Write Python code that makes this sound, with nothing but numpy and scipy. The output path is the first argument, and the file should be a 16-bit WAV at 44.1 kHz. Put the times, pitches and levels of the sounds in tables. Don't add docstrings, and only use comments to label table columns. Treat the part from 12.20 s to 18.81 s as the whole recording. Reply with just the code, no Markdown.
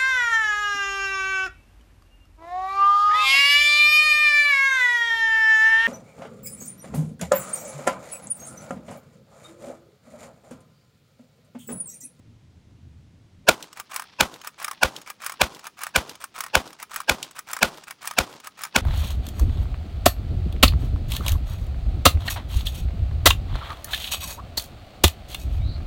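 import sys
import numpy as np
from scipy import signal
from scipy.fft import rfft, irfft, next_fast_len
from scipy.io import wavfile
from scipy.ndimage import uniform_filter1d, map_coordinates

SR = 44100
rng = np.random.default_rng(int(sys.argv[2]) if len(sys.argv) > 2 else 0)


def persist_wave(psi):
    counts = np.round(np.clip(psi, -1, 1) * 32767).astype(np.int16)
    wavfile.write(sys.argv[1], SR, np.atleast_2d(counts).T)


N = 291545

# (frequency [Hz], relative density [dB])
RUMBLE_SPECTRUM = [(25, -20), (55, -18.5), (78, -2.5), (93, -5.5), (110, -3), (135, -9.5), (200, -16.5),
                   (300, -21), (500, -44.5), (1000, -67.5)]
AIR_SPECTRUM = [(25, -22.5), (70, 1), (170, 6), (400, 0.5), (1100, -9), (3500, -11.5), (7000, -18),
                (13000, -32), (16000, -33.5)]
RUMBLE_DB, RUMBLE_WAVER_DB = -52, 2.3
RUMBLE_DROP_DB, RUMBLE_DROP_S, RUMBLE_RETURN_DB_PER_S = 30, .08, 1
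GUST_S, GUST_WIDTH_S, GUST_DB = .68, 0.14, 3

# (frequency [Hz], relative density [dB])
NEARBY_SPECTRUM = [(50, -14.5), (130, -12), (240, 5.5), (320, -2.5), (530, -2.5), (1000, 3.5), (1450, -0.5),
                   (1900, -5), (2700, -5), (4200, -7.5), (7000, -13.5), (10000, -18), (15500, -22.5)]
RANGE_SPECTRUM = [(40, -19), (120, 3.5), (350, 1.5), (550, 0), (850, 1.5), (1350, -9.5), (1900, -23.5),
                  (3000, -22), (5500, -24), (9000, -24), (15500, -21.5)]
BERM_SPECTRUM = [(60, -35), (130, -6.5), (190, -5), (300, -3.5), (500, -1.5), (800, -15), (1500, -11),
                 (4000, -27)]
TREES_SPECTRUM = [(50, -32.5), (170, -2), (350, -25), (800, -5), (1300, -10), (2000, -9), (3500, -6.5),
                  (5500, -11.5), (7500, -30.5), (15000, -44.5)]
# (frequency [Hz], time to fall 60 dB [s])
RANGE_DECAY = [(80, 0.32), (300, 0.39), (900, 0.48), (2500, 1), (5500, 1), (12000, 0.31)]
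# (time after the blast's centre [s], relative level [dB])
NEARBY_FADE = [(0, -20.0), (.004, -25.0), (.012, -26.5), (.023, -23),
               (.034, -34.5), (.052, -36), (.075, -59), (.16, -71.0)]
ECHO_DB = -2
# (frequency [Hz], relative level [dB])
TRUCK_MODES = [(210, -29), (396, -29), (525, -18.5), (743, -29), (925, -25.5), (1265, -34), (1452, -26),
               (1560, -46), (2240, -35), (2500, -26.5), (3040, -30.5), (3400, -34), (5080, -42)]
PANEL_T60_S = .085

# (time [s], relative level [dB])
TARGET_STRIKES = [(1.4258, -20.5), (2.1397, -27.5), (2.7632, -20), (3.3474, -26), (3.894, -20),
                  (4.4753, -30), (5.0279, -13.5), (5.5732, -30), (6.1265, -32)]
# (frequency [Hz], relative density [dB])
SPLASH_SPECTRUM = [(800, -40.5), (2200, -9.5), (3200, 0.5), (5500, -4.5), (8000, -9.0), (15000, -18.5)]

# (unlocked [s], fully open [s], cartridge seated [s], bolt shut [s],
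# lever latched [s], relative level [dB], extra level of latch and rebound [dB])
LEVER_THROWS = [(1.5284, 1.5984, 1.7609, 1.7957, 1.8202, .5, -1),
                (2.2144, 2.2723, 2.4446, 2.4803, 2.5117, 1, 4.5),
                (2.815, 2.9004, 3.0629, 3.0954, 3.1203, .5, 2.5),
                (3.3923, 3.468, 3.6342, 3.6665, 3.689, -1, -12),
                (3.953, 4.0398, 4.2054, 4.2373, 4.2633, 0, 0),
                (4.5292, 4.6268, 4.7603, 4.8021, 4.8144, -.5, -6),
                (5.1096, 5.1896, 5.3317, 5.3657, 5.3882, 0, -1),
                (5.6373, 5.7078, 5.8732, 5.9103, 5.9352, -.5, -8),
                (6.2, 6.2707, 6.4355, 6.4499, 6.47, -1.5, -14)]
STEEL_CONTACTS = {"unlock": (-28.5, -23, -14.5), "eject": (-32, 1.8, -9), "open": (-21, -3.5, -5),
                  "lift": (-30.5, -0.5, -8), "feed": (-29, 3.4, -15), "ramp": (-27.5, -7, -0.91),
                  "seat": (-13, -13, -6), "shut": (-20.5, 1.7, -8.5), "latch": (-26.5, 1, -6.5),
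                  "rebound": (-38, 3.6, -11)}
# (frequency [Hz], relative density [dB])
STEEL_SPECTRUM = [(180, -38), (300, -31), (1140, 3.5), (2320, -4), (2610, -6), (2880, -4.5), (4590, -12.5),
                  (5080, -3), (8640, -15), (9550, -4.5), (11100, -18), (13500, -15.5), (16000, -9)]
SCRAPE_SPECTRUM = [(300, -33), (700, -3), (1250, 3.5), (2100, -6.5), (2350, 0), (3000, -7.5), (6000, -12),
                   (9500, -16), (11500, -29), (16000, -15.5)]
# (nominal frequency [Hz], relative level [dB])
ACTION_MODES = [(1080, 3.5), (1250, 10), (1600, 4), (1820, 6.5), (2330, 5), (3500, -6.5), (5400, -1),
                (6700, 7), (7900, 9), (9700, -5.5), (10500, 1.5), (13000, -9.5)]
RING_FALL = 0.2
EJECT_LEAD_S = 0.027
LIFT_LEAD_S, FEED_LEAD_S, RAMP_LEAD_S = .045, .027, 0.019
REBOUND_S = .0185
# (lead [s], overrun [s], level [dB])
OPENING, CLOSING = (0.041, 0.025, -45.5), (.066, .064, -43.5)

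# (blast centre [s], level of blast, lead-in, body and panels [dB], blast length [s],
# relative thump level [dB], relative level of the knock before it [dB])
RIFLE_SHOTS = [(1.2912, 1.5, 0.0074, -9, -4), (2.0098, 0.5, 0.004, -3, -0.5), (2.634, .5, 0.0036, 2, -30),
               (3.2169, -1.5, 0.0056, 1.5, -14), (3.763, -1.5, 0.0052, 2.5, -9.5),
               (4.3544, 2.5, 0.0025, 4, -15), (4.897, 0, 0.0038, .5, -8.5), (5.4305, 1.5, 0.0035, -7, 1),
               (5.988, -0.5, 0.004, 1.5, 0), (6.5634, -0.5, 0.0043, 1.5, 0.5)]
# (frequency [Hz], relative density [dB])
BLAST_SPECTRUM = [(60, -18), (200, -11), (400, -16.5), (600, -0.5), (1100, -7.5), (1950, -16), (2800, -8.5),
                  (3900, -7.5), (4600, -12), (5300, -16), (9500, -15), (11500, -21.5), (15500, -19.5)]
LEAD_IN_SPECTRUM = [(60, -26), (250, -18.5), (420, -17.5), (570, -5.5), (730, -8), (1000, -2), (1320, -23),
                    (1600, 2), (2050, -28.5), (2580, -4.5), (3600, -21.5), (5400, -16), (7000, -27),
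                    (15000, -40)]
# (frequency [Hz], width [Hz], nominal relative level [dB])
BLAST_RESONANCES = [(850, 110, -2), (1457, 157, 6.5), (2348, 380, 1.5), (3417, 130, -4.5),
                    (5520, 240, -6.5), (6990, 440, -6)]
PEAK_SCATTER_DB = 1.5

TOP_HZ = 15950


def amp(db):
    return 10 ** (np.asarray(db) / 20)


def unit(x):
    return x / np.sqrt(np.mean(x ** 2) + 1e-20)


def along(points, hz):
    f, v = np.transpose(points)
    return np.interp(np.log(hz + 1), np.log(f + 1), v)


def filtered(x, response):
    padded = next_fast_len(len(x) + 4096)
    spectrum = rfft(x, padded) * response(np.fft.rfftfreq(padded, 1 / SR))
    return irfft(spectrum, padded)[:len(x)]


def noise(spectrum, size):
    return unit(filtered(rng.standard_normal(size), lambda hz: amp(along(spectrum, hz))))


def burst(shape, colour, smooth_hz):
    z = rfft(shape * rng.standard_normal(len(shape)))
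    bins = max(int(smooth_hz * len(shape) / SR), 1)
    local_power = np.abs(uniform_filter1d(np.abs(z) ** 2, bins))
    even = z / np.sqrt(local_power + 1e-12)
    x = irfft(even * colour(np.fft.rfftfreq(len(shape), 1 / SR)), len(shape))
    return x * np.linalg.norm(shape) / np.linalg.norm(x)


def fading(spectrum, t60s, size):
    hz, t, z = signal.stft(noise(spectrum, size), SR, nperseg=512)
    decay = amp(-60 * t / along(t60s, hz)[:, None])
    return signal.istft(z * decay, SR, nperseg=512)[1][:size]


def wobble(rate, size):
    knots = rng.standard_normal(int(size * rate / SR) + 4)
    return map_coordinates(knots, [np.arange(size) * rate / SR])


def add(track, s, sound):
    start = max(round(s * SR), 0)
    part = sound[:max(len(track) - start, 0)]
    track[start:start + len(part)] += part


def wind():
    t = np.arange(N) / SR
    since = np.maximum(t - RIFLE_SHOTS[0][0], 0)
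    gust_db = GUST_DB * np.exp(-((t - GUST_S) / GUST_WIDTH_S) ** 2)
    waver_db = RUMBLE_WAVER_DB * wobble(16, N)
    drop_db = RUMBLE_DROP_DB * np.minimum(since / RUMBLE_DROP_S, 1) - RUMBLE_RETURN_DB_PER_S * since
    rumble = amp(RUMBLE_DB + gust_db + waver_db - drop_db) * noise(RUMBLE_SPECTRUM, N)
    return rumble + amp(-63.5) * noise(AIR_SPECTRUM, N)


def surroundings(t):
    after = np.maximum(t, 0)
    near_db = np.interp(t, *np.transpose(NEARBY_FADE))
    near = burst(amp(near_db) * (t > 0), lambda hz: amp(along(NEARBY_SPECTRUM, hz)), smooth_hz=119.7)
    build_up = 1 - np.exp(-after / 0.0097)
    far = amp(-27.0) * fading(RANGE_SPECTRUM, RANGE_DECAY, len(t)) * build_up
    berm = amp(-47.0) * np.exp(-((t - .14) / 0.032) ** 2) * noise(BERM_SPECTRUM, len(t))
    trees = amp(-55.5) * np.exp(-((t - .57) / .17) ** 2) * noise(TREES_SPECTRUM, len(t))
    lumps_db = 2.74 * wobble(61.77, len(t)) + 4.2 * wobble(350, len(t))
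    return near + (far + berm + trees) * amp(lumps_db)


def panels(t):
    rung = np.maximum(t - .006, 0)
    hz, db = np.transpose(TRUCK_MODES)[:, :, None]
    size = amp(db + 2 * rng.standard_normal(hz.shape) - 60 * rung / PANEL_T60_S)
    modes = size * np.sin(2 * np.pi * hz * rung)
    return modes.sum(0) * (1 - np.exp(-rung / .006))


def strikes():
    out, t = np.zeros(N), np.arange(SR // 6) / SR
    rise = 1 - np.exp(-t / .0007)
    for s, db in TARGET_STRIKES:
        shape = (amp(-60 * t / 0.013) + amp(-16.0 - 60 * t / 0.12)) * rise
        add(out, s, amp(db - 5.0) * shape * noise(SPLASH_SPECTRUM, len(t)))
    return out


def action_ring(t, t60):
    hz, db = np.transpose(ACTION_MODES)[:, :, None]
    hz = hz * (1 + .03 * rng.standard_normal(hz.shape))
    size = amp(db + 4 * rng.standard_normal(hz.shape))
    modes = size * np.sin(2 * np.pi * (hz * t + rng.random(hz.shape)))
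    decay = amp(-60 * t / t60 * (hz / hz[0]) ** RING_FALL)
    return (modes * decay).sum(0) / np.sqrt(np.sum(size ** 2) / 2)


def slides():
    for _, open_s, seat_s, _, _, db, _ in LEVER_THROWS:
        for s, (lead, overrun, slide_db) in [(open_s, OPENING), (seat_s, CLOSING)]:
            yield s - lead, s + overrun, db + slide_db


def scrapes(grain_db, grain_rate, catch_rate, catch_db):
    out, t = np.zeros(N), np.arange(SR // 40) / SR
    rub = unit(amp(grain_db * wobble(grain_rate, N)) * noise(SCRAPE_SPECTRUM, N))
    for start, end, db in slides():
        size = round((end - start) * SR)
        speed = np.abs(np.sin(np.pi * np.linspace(0, 1, size) ** 0.77)) ** 0.65
        catches = ((rng.random(SR) < catch_rate / SR) * rng.uniform(0.4, 1, SR))[:size]
        tick = action_ring(t, t60=0.0056) + amp(-60 * t / 0.026) * noise(SCRAPE_SPECTRUM, len(t))
        rattle = unit(signal.fftconvolve(catches, tick))[:size]
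        rubbing = rub[round(start * SR):][:size]
        add(out, start, amp(db) * speed * (rubbing + amp(catch_db) * rattle))
    return out


def contacts():
    for unlock_s, open_s, seat_s, shut_s, latch_s, db, latch_db in LEVER_THROWS:
        yield from [(unlock_s, "unlock", db),
                    (open_s - EJECT_LEAD_S, "eject", db),
                    (open_s, "open", db),
                    (seat_s - LIFT_LEAD_S, "lift", db),
                    (seat_s - FEED_LEAD_S, "feed", db),
                    (seat_s - RAMP_LEAD_S, "ramp", db),
                    (seat_s, "seat", db),
                    (shut_s, "shut", db),
                    (latch_s, "latch", db + latch_db),
                    (latch_s + REBOUND_S, "rebound", db + latch_db)]


def clacks():
    out, t = np.zeros(N), np.arange(SR // 10) / SR
    rise = 1 - np.exp(-t / .0006)
    crack = amp(-60 * np.maximum(t - .0025, 0) / .018)
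    scatter = amp(-20.5 - 60 * t / .15)
    for s, name, force_db in contacts():
        db, knock_db, top_db = STEEL_CONTACTS[name]
        struck = (crack + scatter) * noise(STEEL_SPECTRUM, len(t))
        hit = (struck + amp(-6) * action_ring(t, t60=0.065)) * rise
        colour = [(1400, 0.49 * knock_db + 5.0), (3000, 0.031), (6000, 0.0065), (10000, 0.8 * top_db + 9.5)]
        coloured = filtered(hit, lambda hz: amp(along(colour, hz)))
        add(out, s, amp(db + force_db - 9.0) * coloured)
    return out


def blast_colour(hz):
    peaks = 0
    for centre, width, db in BLAST_RESONANCES:
        power = amp(db + PEAK_SCATTER_DB * rng.standard_normal()) ** 2
        peaks = peaks + power / (1 + (2 * (hz - centre) / width) ** 2) ** 2
    return np.sqrt(amp(along(BLAST_SPECTRUM, hz)) ** 2 + peaks)


def thump(t, start_hz, end_hz, glide, centre, width, thump_db, knock_db):
    hz = end_hz + (start_hz - end_hz) * (1 - np.tanh((t - centre / 2) / glide)) / 2
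    phase = 2 * np.pi * np.cumsum(hz) / SR
    swing = amp(thump_db) * np.exp(-((t - centre + .0015) / width) ** 2)
    knock = amp(knock_db) * np.exp(-((t - .003) / .009) ** 2)
    return (swing + knock) * np.cos(phase - np.interp(centre, t, phase))


def shots():
    out, before = np.zeros(N), .04
    t = np.arange(SR) / SR - before
    brief = t[:SR // 5]
    fade_in = np.interp(brief, [-.024, -.022, -.008], [0, .4, 1])
    pattern = surroundings(t)
    for s, db, length, thump_db, knock_db in RIFLE_SHOTS:
        flat_top = 1 / np.sqrt(1 + (2 * brief / length) ** 10)
        blast = amp(-7.5) * burst(flat_top, blast_colour, smooth_hz=330)
        rise_db = -1150 * np.maximum(-brief - length / 2, 0) - 3000 * np.maximum(brief, 0)
        lead_in = burst(amp(rise_db), lambda hz: amp(along(LEAD_IN_SPECTRUM, hz)), smooth_hz=121.2)
        lead_in = amp(-16.0) * lead_in * fade_in
        body_db = -30 + 45 * np.log10(length / 0.0036)
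        body_shape = amp(body_db) * np.exp(-((brief - .002) / length) ** 2)
        body = burst(body_shape, lambda hz: np.exp(-((hz - 560) / 320) ** 2), smooth_hz=48.2)
        push = amp(-25.0) * thump(brief, start_hz=232.4, end_hz=59, glide=.0032, centre=.0225,
                                  width=0.012, thump_db=thump_db, knock_db=knock_db)
        add(out, s - before, amp(db) * (blast + lead_in + body + panels(brief)) + push)
        echo = .8 * pattern + .7 * surroundings(t)
        add(out, s - before, amp(ECHO_DB) * echo)
    return out


def scene():
    action = scrapes(grain_db=3, grain_rate=300, catch_rate=160, catch_db=-2) + clacks()
    return (wind() + strikes() + action + shots())[None]


def record(dry):
    overloaded = dry[0] / (1 + (dry[0] / .95) ** 6) ** (1 / 6)
    return filtered(overloaded, lambda hz: (1 - np.tanh((hz - TOP_HZ) / 150)) / 2)[None]


dry = scene()
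out = record(dry)
persist_wave(out)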